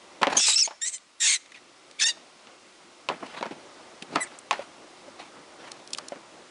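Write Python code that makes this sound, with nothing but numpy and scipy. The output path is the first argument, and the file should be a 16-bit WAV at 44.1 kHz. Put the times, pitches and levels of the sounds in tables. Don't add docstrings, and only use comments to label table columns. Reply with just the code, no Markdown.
import sys
import numpy as np
from scipy import signal
from scipy.fft import rfft, irfft, next_fast_len
from scipy.io import wavfile
from scipy.ndimage import uniform_filter1d, map_coordinates

SR = 44100
rng = np.random.default_rng(int(sys.argv[2]) if len(sys.argv) > 2 else 0)


def to_wav(sig):
    pcm = np.clip(np.atleast_2d(sig), -1, 1) * 32767
    pcm = np.round(pcm).astype(np.int16)
    wavfile.write(sys.argv[1], SR, pcm.T)


N = 287045

# throat boost/dB, mouth resonance half-width/Hz, then rows of
# t/s, pitch/Hz, level/dB, roughness (0 clear, 1 hoarse), half-pitch share, mouth f/Hz, mouth boost/dB
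CRIES = [ (-7.5, 890, [(.371, 3138, -14.5, 0.38, 0.4, 6400, 7.5), (.385, 3275, -19.5, 0.4, 0.1, 6500, 10.5),
         (.396, 2780, -22.5, .58, .2, 5600, 8), (.455, 2680, -22.5, .55, .2, 5400, 8),
         (.47, 2480, -22, .68, .5, 6300, 6), (.495, 2470, -20.5, .72, .5, 6300, 4),
         (.553, 2550, -29.5, 0.77, 0.2, 8300, 5), (.563, 2685, -17.5, 0, 0, 5300, 22.5),
         (.574, 2650, -21.5, 0.2, 0.24, 5360, 18), (.582, 2700, -21, 0.5, 0.5, 5500, 9.5),
         (.612, 2860, -17, 0.48, 0, 5600, 24.5), (.62, 2480, -20.5, 0.2, 0, 5220, 21.5),
         (.627, 2700, -15.5, 0, 0.1, 5300, 26), (.635, 2400, -25.5, 0.08, 0, 7200, 6.5),
         (.648, 2070, -25, 0.24, 0, 6400, 16.5), (.661, 2246, -24.5, 0.3, 0.3, 6500, 6.5)]),
         (5.5, 1800, [(.818, 1801, -31.5, 0.4, 0, 7200, 12.5), (.837, 1877, -23.5, 0.01, 0, 7500, 20),
         (.85, 1883, -33, .3, 0, 7800, 10), (.882, 2100, -25.5, 0.62, 1, 7300, 26),
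         (.914, 2050, -46, 1.1, 0.7, 8200, 23), (.945, 2050, -31, 0.4, 1, 7300, 20.5),
         (.968, 2030, -40.5, 0.1, 0.9, 7800, 18)]), (2.5, 1800, [(1.204, 1940, -30, .8, 0, 7400, 10.5),
         (1.222, 1844, -22, 0.4, 0, 7300, 11.5), (1.235, 1830, -22, .5, .9, 7000, 9),
         (1.272, 1830, -19.5, .52, .9, 7000, 9), (1.28, 2170, -20, .56, .5, 7200, 8),
         (1.345, 2150, -23.5, .6, .4, 7800, 5), (1.365, 1968, -28.5, .5, 0, 6000, -0.5)]),
         (9, 2000, [(1.545, 2496, -46, 0.3, 0.6, 8050, -12), (1.555, 2260, -46, 0.8, 1, 8000, -19),
         (1.585, 1886, -53, 0.8, 0.3, 8000, -14)]), (4, 550, [(1.988, 2336, -46, 0.64, .6, 2400, 15),
         (2.0, 2413, -26, 0.2, 0.7, 4700, 2), (2.007, 1774, -27, 0.6, 0, 3480, 7),
         (2.022, 1760, -19.5, 0.59, .8, 6000, 11), (2.038, 1750, -22.5, 0.4, 1, 5800, 9),
         (2.047, 1818, -21, 0, .1, 3700, 26), (2.06, 1802, -23, 0.12, 0.1, 5400, 5),
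         (2.072, 1915, -19, 0, 1.1, 6600, 15), (2.082, 1783, -26, 0.26, 0.9, 6100, 7),
         (2.09, 1940, -20.5, 0.09, 1.2, 4800, 11), (2.11, 1828, -28.5, 0.24, 1, 4000, 18),
         (2.128, 1880, -50.5, 0.4, 0.8, 3730, 10)]), (22, 1800, [(4.206, 1980, -34, .25, 0, 9200, 18),
         (4.216, 2010, -27.5, .1, 0, 9200, 30), (4.231, 1950, -28, .16, 0, 8800, 31),
         (4.241, 1700, -36, .6, 0, 8400, 26)]), (15, 2000, [(4.257, 2430, -50, .4, 0.1, 8000, -12),
         (4.275, 1780, -44.5, .4, 0, 8000, -8)]), ]
# f/Hz, level/dB
THROAT = [(410, -45), (700, -24), (1280, -12.5), (2480, -1), (2910, 0), (4020, 0), (5030, -5), (6440, -2.5),
          (8150, -4), (10200, -13.5), (13300, -57), (22000, -120)]
# start/s, end/s, first pitch/Hz, last pitch/Hz, level/dB
SECOND_VOICE = [(0.389, .462, 3407, 3450, -27), (.455, .555, 4060, 3860, -25),
                (1.243, 1.352, 3580, 3764, -30.5)]
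# t/s, level/dB, thud/dB, crack/dB, most strongly struck f/Hz
KNOCKS = [(0.215, -12, -12, -26, 780), (0.218, -10.5, -12, -13.5, 705), (0.231, 0, -28, -16, 1070),
          (0.27, -4.5, -10.5, -16, 558), (0.676, -21, -45, -9.5, 702), (0.709, -22.5, -30, -16.5, 1010),
          (2.172, -35, -18, -14.5, 870), (2.471, -36.5, -5, -7, 880), (3.088, -11.5, -31.5, -8.5, 856),
          (3.099, -12.5, -10.5, -37.5, 850), (3.112, -17, -21, -38, 660), (3.227, -17, -10, -44, 875),
          (3.41, -21.5, -8, -14, 840), (3.427, -11, -34, -17.5, 740), (3.457, -18, -14.5, -22, 825),
          (3.464, -22, -10, -14.5, 870), (3.509, -23.5, -4, -18.5, 303), (4.021, -42.5, 8.5, -3, 337),
          (4.158, -3.5, -12.5, -15, 1300), (4.171, -13, -35, -34, 1290), (4.184, -20, -22, -23, 1270),
          (4.51, -6.5, -42, -9.5, 865), (4.529, -13, -34, -15.5, 890), (4.593, -21.5, -28, -18.5, 573),
          (5.081, -35, -9, -22, 567), (5.197, -31.5, -10, -12, 564), (5.985, -22.5, -41, -19, 960),
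          (6.121, -22, -15, -19, 555), (6.158, -30.5, -5.5, -15, 810)]
# f/Hz, level/dB, ring time as a multiple of RING_S
TUB_NOTES = [(251, -23, 0.58), (430, -5, 1.6), (563, -3, 1.44), (675, -4.5, 1.47), (891, -3.5, 1.03),
             (1060, 4.5, 0.54), (1262, -0.5, 0.69), (1704, -3, 0.96), (2156, -3.5, 0.28), (2550, -20, .5),
             (3300, -26, .45), (4500, -15, .4)]
# f/Hz, level/dB
WALL_RATTLE = [(59, -58), (100, -23), (165, -14.5), (452, -24), (571, 2.5), (1000, 5), (1100, -0.5),
               (2050, -3), (5820, -32), (10200, -52), (13300, -73), (22000, -120)]
# f/Hz, level/dB
CRACK = [(900, -42.5), (2200, 12.5), (4500, 5), (7000, -6), (10200, -18)]
# f/Hz, level/dB
RUMBLE = [(60, -46.5), (130, -11.5), (200, -7), (250, -1), (310, -5), (450, -7.5), (900, -17),
          (1800, -57.5)]
# f/Hz, level/dB
KNOCK_BASS_LOSS = [(30, -40), (90, -16), (170, 0), (20000, 0)]
# t/s, level/dB, centre f/Hz, time to fade by 60 dB/s
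TICKS = [(0.9818, -40, 3520, 0.013), (1.461, -40.5, 2320, 0.014), (1.5197, -39, 2320, 0.032),
         (1.913, -34.5, 2980, 0.0086), (4.0239, -28.5, 2754, 0.028), (4.3885, -31, 9210, 0.017),
         (5.7182, -23.5, 4990, 0.011), (5.876, -34, 5000, 0.0079), (5.907, -35, 5500, 0.0074),
         (5.934, -17, 5400, 0.017), (5.949, -20.5, 2940, 0.0037), (5.9756, -33.5, 5000, 0.02),
         (5.985, -22.5, 4820, 0.016), (6.0852, -25, 5620, 0.013)]
# start/s, end/s, rumble/dB, rasp/dB, change by the end/dB
SCUFFS = [(0.304, 0.401, -39, -30, -1.5), (0.486, 0.519, -60, -32, -15), (3.127, 3.188, -41, -41, -17),
          (3.203, 3.41, -53, -46.5, 2), (3.514, 3.609, -41.5, -50.5, -20), (4.068, 4.163, -54.5, -58, 24.5),
          (4.191, 4.357, -53, -47.5, -4.5), (4.54, 4.682, -54, -41, -14), (5.195, 5.3, -52.5, -43.5, -18.5),
          (5.592, 5.8, -63, -49.5, -0.5), (5.99, 6.075, -64, -53.5, -4)]
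# f/Hz, level/dB
RASP = [(250, -20), (450, -7.5), (800, 0), (1200, -5), (2400, -7), (4500, -14), (7000, -22.5), (10200, -28)]
# f/Hz, time to fade by 60 dB/s
ECHO_TIMES = [(200, .3), (2000, 0.61), (10000, 0.35)]
# t/s, level/dB
BACKGROUND_LEVEL = [(0, -54), (.2, -52.5), (.75, -63.5), (1.15, -65), (1.88, -57), (3, -55.5), (3.7, -50),
                    (4.3, -53), (5, -52), (6.51, -52.5)]
# f/Hz, level/dB
HUM = [(12, -75), (20, -33.5), (145, -14), (288, -5), (359, -1.5), (414, -8), (538, -4.5), (1160, -10),
       (1850, -16.5), (2500, -32.5), (3250, -50), (5500, -120)]
HISS = [(710, -14.5), (1200, -0.5), (1840, -8.5), (1930, -2), (5310, -6.5), (10200, -14.5), (13300, -30),
        (22000, -120)]

RISE_DB_PER_S, FALL_DB_PER_S, CRY_EDGE_S = 4000, 1506, .03
RING_S, RATTLE_DB = 0.032, -14.5
HISS_DB, HISS_FOLLOWS = -55.5, 0.4


def rat():
    out = np.zeros(N)
    for throat_db, width_hz, rows in CRIES:
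        span = np.arange(round((rows[0][0] - CRY_EDGE_S) * SR), round((rows[-1][0] + CRY_EDGE_S) * SR))
        out[span] += cry(throat_db, width_hz, rows, span / SR)
    return out


def cry(throat_db, width_hz, rows, t):
    pitch, db, rough, half_share, *mouth = curves(rows, t)
    db -= RISE_DB_PER_S * np.clip(rows[0][0] - t, 0, None)
    db -= FALL_DB_PER_S * np.clip(t - rows[-1][0], 0, None)
    rough, n = np.clip(rough, 0, 1), len(t)
    shake = (0.003 + 0.0223 * rough) * wobble(140, n) + 0.055 * rough * wobble(800, n)
    phase = 2 * np.pi * np.cumsum(pitch * (1 + shake) / 2) / SR
    k = np.arange(1, 13)[:, None]
    sizes = throat_gain(k * pitch / 2, pitch, throat_db, width_hz, *mouth)
    sizes *= np.where(k % 2, np.clip(half_share, 0, 1.5), 1)
    flutter = amp((1 + 3 * rough) * np.array([wobble(420, n) for _ in k]))
    overtones = unit(flutter) * sizes * np.cos(k * phase + rng.uniform(0, 2 * np.pi, k.shape))
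    tone = np.sum(overtones, axis=0) / np.sqrt(np.sum(sizes ** 2, axis=0) / 2)

    hz, frame_times, noise = signal.stft(rng.standard_normal(n), SR, nperseg=192)
    frame_pitch, _, _, _, *frame_mouth = curves(rows, t[0] + frame_times)
    bands = amp(4 * np.cos(2 * np.pi * hz[:, None] / frame_pitch))
    shape = bands * throat_gain(hz[:, None], frame_pitch, throat_db, width_hz, *frame_mouth)
    breath = unit(signal.istft(noise * shape / np.linalg.norm(shape, axis=0), SR, nperseg=192)[1][:n])
    throb = unit(amp(.8 * wobble(180, n)))
    noise_share = rough ** 1.47
    return amp(db) * throb * (np.sqrt(1 - noise_share) * tone + np.sqrt(noise_share) * breath)


def throat_gain(hz, pitch, throat_db, width_hz, mouth_hz, mouth_db):
    mouth = mouth_db / (1 + ((hz - mouth_hz) / width_hz) ** 2)
    throat = throat_db / (1 + ((hz - pitch) / 450) ** 2)
    return amp(along(THROAT, hz) + mouth + throat)


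def second_voice():
    out = np.zeros(N)
    for start, end, first_hz, last_hz, db in SECOND_VOICE:
        t = np.arange(round(start * SR), round(end * SR)) / SR
        n = len(t)
        pitch = np.linspace(first_hz, last_hz, n) * (1 + 0.02 * wobble(100, n) + 0.04 * wobble(800, n))
        phase = 2 * np.pi * np.cumsum(pitch) / SR
        tone = sum(amp(level_db + 2.8 * wobble(300, n)) * np.cos(k * phase)
                   for k, level_db in enumerate((-1.5, -.5), 1))
        fade = np.clip(np.minimum(t - start, end - t) / 0.008, 0, 1)
        out[round(t[0] * SR):][:n] += amp(db) * unit(tone) * fade
    return out


def knocks():
    out, t = np.zeros(N + SR), np.arange(SR // 4) / SR
    onset = 1 - np.exp(-t / 0.00077)
    for start, db, thud_db, crack_db, struck_hz in KNOCKS:
        ring = np.zeros(len(t))
        for hz, level_db, ring_scale in TUB_NOTES:
            note_db = level_db + rng.normal(0, 5.55) - 19 * abs(np.log2(hz / struck_hz))
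            note_hz = hz * (1 + rng.normal(0, 0.04))
            ring += amp(note_db - 60 * t / (ring_scale * RING_S)) * np.sin(2 * np.pi * note_hz * t)
        rattle = amp(RATTLE_DB - 60 * t / 0.15) * shaped_noise(WALL_RATTLE, len(t))
        thud = amp(thud_db + 0.5 - 60 * t / 0.083) * shaped_noise(RUMBLE, len(t))
        crack_fade = amp(-60 * t / 0.0094) + 0.17 * amp(-60 * t / 0.11)
        crack = amp(crack_db + 6.5) * crack_fade * shaped_noise(CRACK, len(t))
        out[round(start * SR):][:len(t)] += amp(db - 5.5) * ((ring + rattle + thud) * onset + crack)
    return coloured(out[:N], KNOCK_BASS_LOSS)


def claw_ticks():
    out, t = np.zeros(N + SR), np.arange(-130, SR // 10) / SR
    for when, db, hz, fade_s in TICKS:
        band = [(hz / 4, -30), (hz / 1.43, -8), (hz, 0), (hz * 1.1, -6), (hz * 4, -20)]
        fade_db = -60 * np.where(t > 0, t / fade_s, -t / 0.0055)
        out[round((when + t[0]) * SR):][:len(t)] += amp(db - 2.5 + fade_db) * shaped_noise(band, len(t))
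    return out[:N]


def scuffs():
    out, t = np.zeros(N), np.arange(N) / SR
    rumble = unit(amp(2 * wobble(40, N)) * patchy_noise(RUMBLE, patchy_db=2))
    rasp = unit(amp(3 * wobble(120, N) + 2 * wobble(25, N)) * patchy_noise(RASP, patchy_db=2.5))
    for start, end, rumble_db, rasp_db, change_db in SCUFFS:
        contact = np.clip(np.minimum(t - start, end - t) / .008 + 1, 0, 1)
        stroke = contact * amp(change_db * np.clip((t - start) / (end - start), 0, 1))
        out += stroke * (amp(rumble_db) * rumble + amp(rasp_db) * rasp)
    return out


def room_echo(x):
    hz, t, noise = signal.stft(rng.standard_normal(SR // 2), SR, nperseg=256)
    tail = signal.istft(noise * amp(-60 * t / along(ECHO_TIMES, hz)[:, None]), SR, nperseg=256)[1]
    return signal.fftconvolve(np.pad(x, (300, 0)), tail / np.linalg.norm(tail))[:N]


def background():
    level_db, = curves(BACKGROUND_LEVEL, np.arange(N) / SR)
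    hum = amp(level_db + wobble(8, N)) * patchy_noise(HUM, patchy_db=1.5)
    hiss_db = HISS_DB + HISS_FOLLOWS * (level_db - level_db.mean())
    return hum + amp(hiss_db) * patchy_noise(HISS, patchy_db=.5)


def amp(db):
    return 10 ** (np.asarray(db) / 20)


def unit(x):
    return x / np.sqrt(np.mean(x ** 2) + 1e-20)


def along(points, hz):
    f, values = np.transpose(points)
    return np.interp(np.log(hz + 1), np.log(f + 1), values)


def curves(rows, t):
    times, *columns = np.transpose(rows)
    return [np.interp(t, times, column) for column in columns]


def wobble(rate, size):
    return map_coordinates(rng.standard_normal(int(size * rate / SR) + 4), [np.arange(size) * rate / SR])


def coloured(x, spectrum):
    m = next_fast_len(len(x) + 2048)
    return irfft(rfft(x, m) * amp(along(spectrum, np.fft.rfftfreq(m, 1 / SR))), m)[:len(x)]


def shaped_noise(spectrum, size):
    return unit(coloured(rng.standard_normal(size), spectrum))


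def patchy_noise(spectrum, patchy_db):
    noise = signal.stft(rng.standard_normal(N), nperseg=512)[2]
    patches = uniform_filter1d(uniform_filter1d(rng.standard_normal(noise.shape), 6, 0), 10, 1)
    uneven = signal.istft(noise * amp(patchy_db * unit(patches)), nperseg=512)[1][:N]
    return unit(coloured(uneven, spectrum))


def scene():
    near = rat() + second_voice() + knocks() + claw_ticks()
    mono = near + amp(-27.0) * room_echo(near) + scuffs() + background()
    return np.array([mono, mono])


def record(dry):
    bass_hz, top_hz = 60, 10200
    m = next_fast_len(N + 2048)
    hz = np.fft.rfftfreq(m, 1 / SR)
    bass_cut = 1j * hz / (bass_hz + 1j * hz)
    return irfft(rfft(dry, m) * bass_cut * (hz < top_hz), m)[:, :N]


dry = scene()
out = record(dry)
to_wav(out)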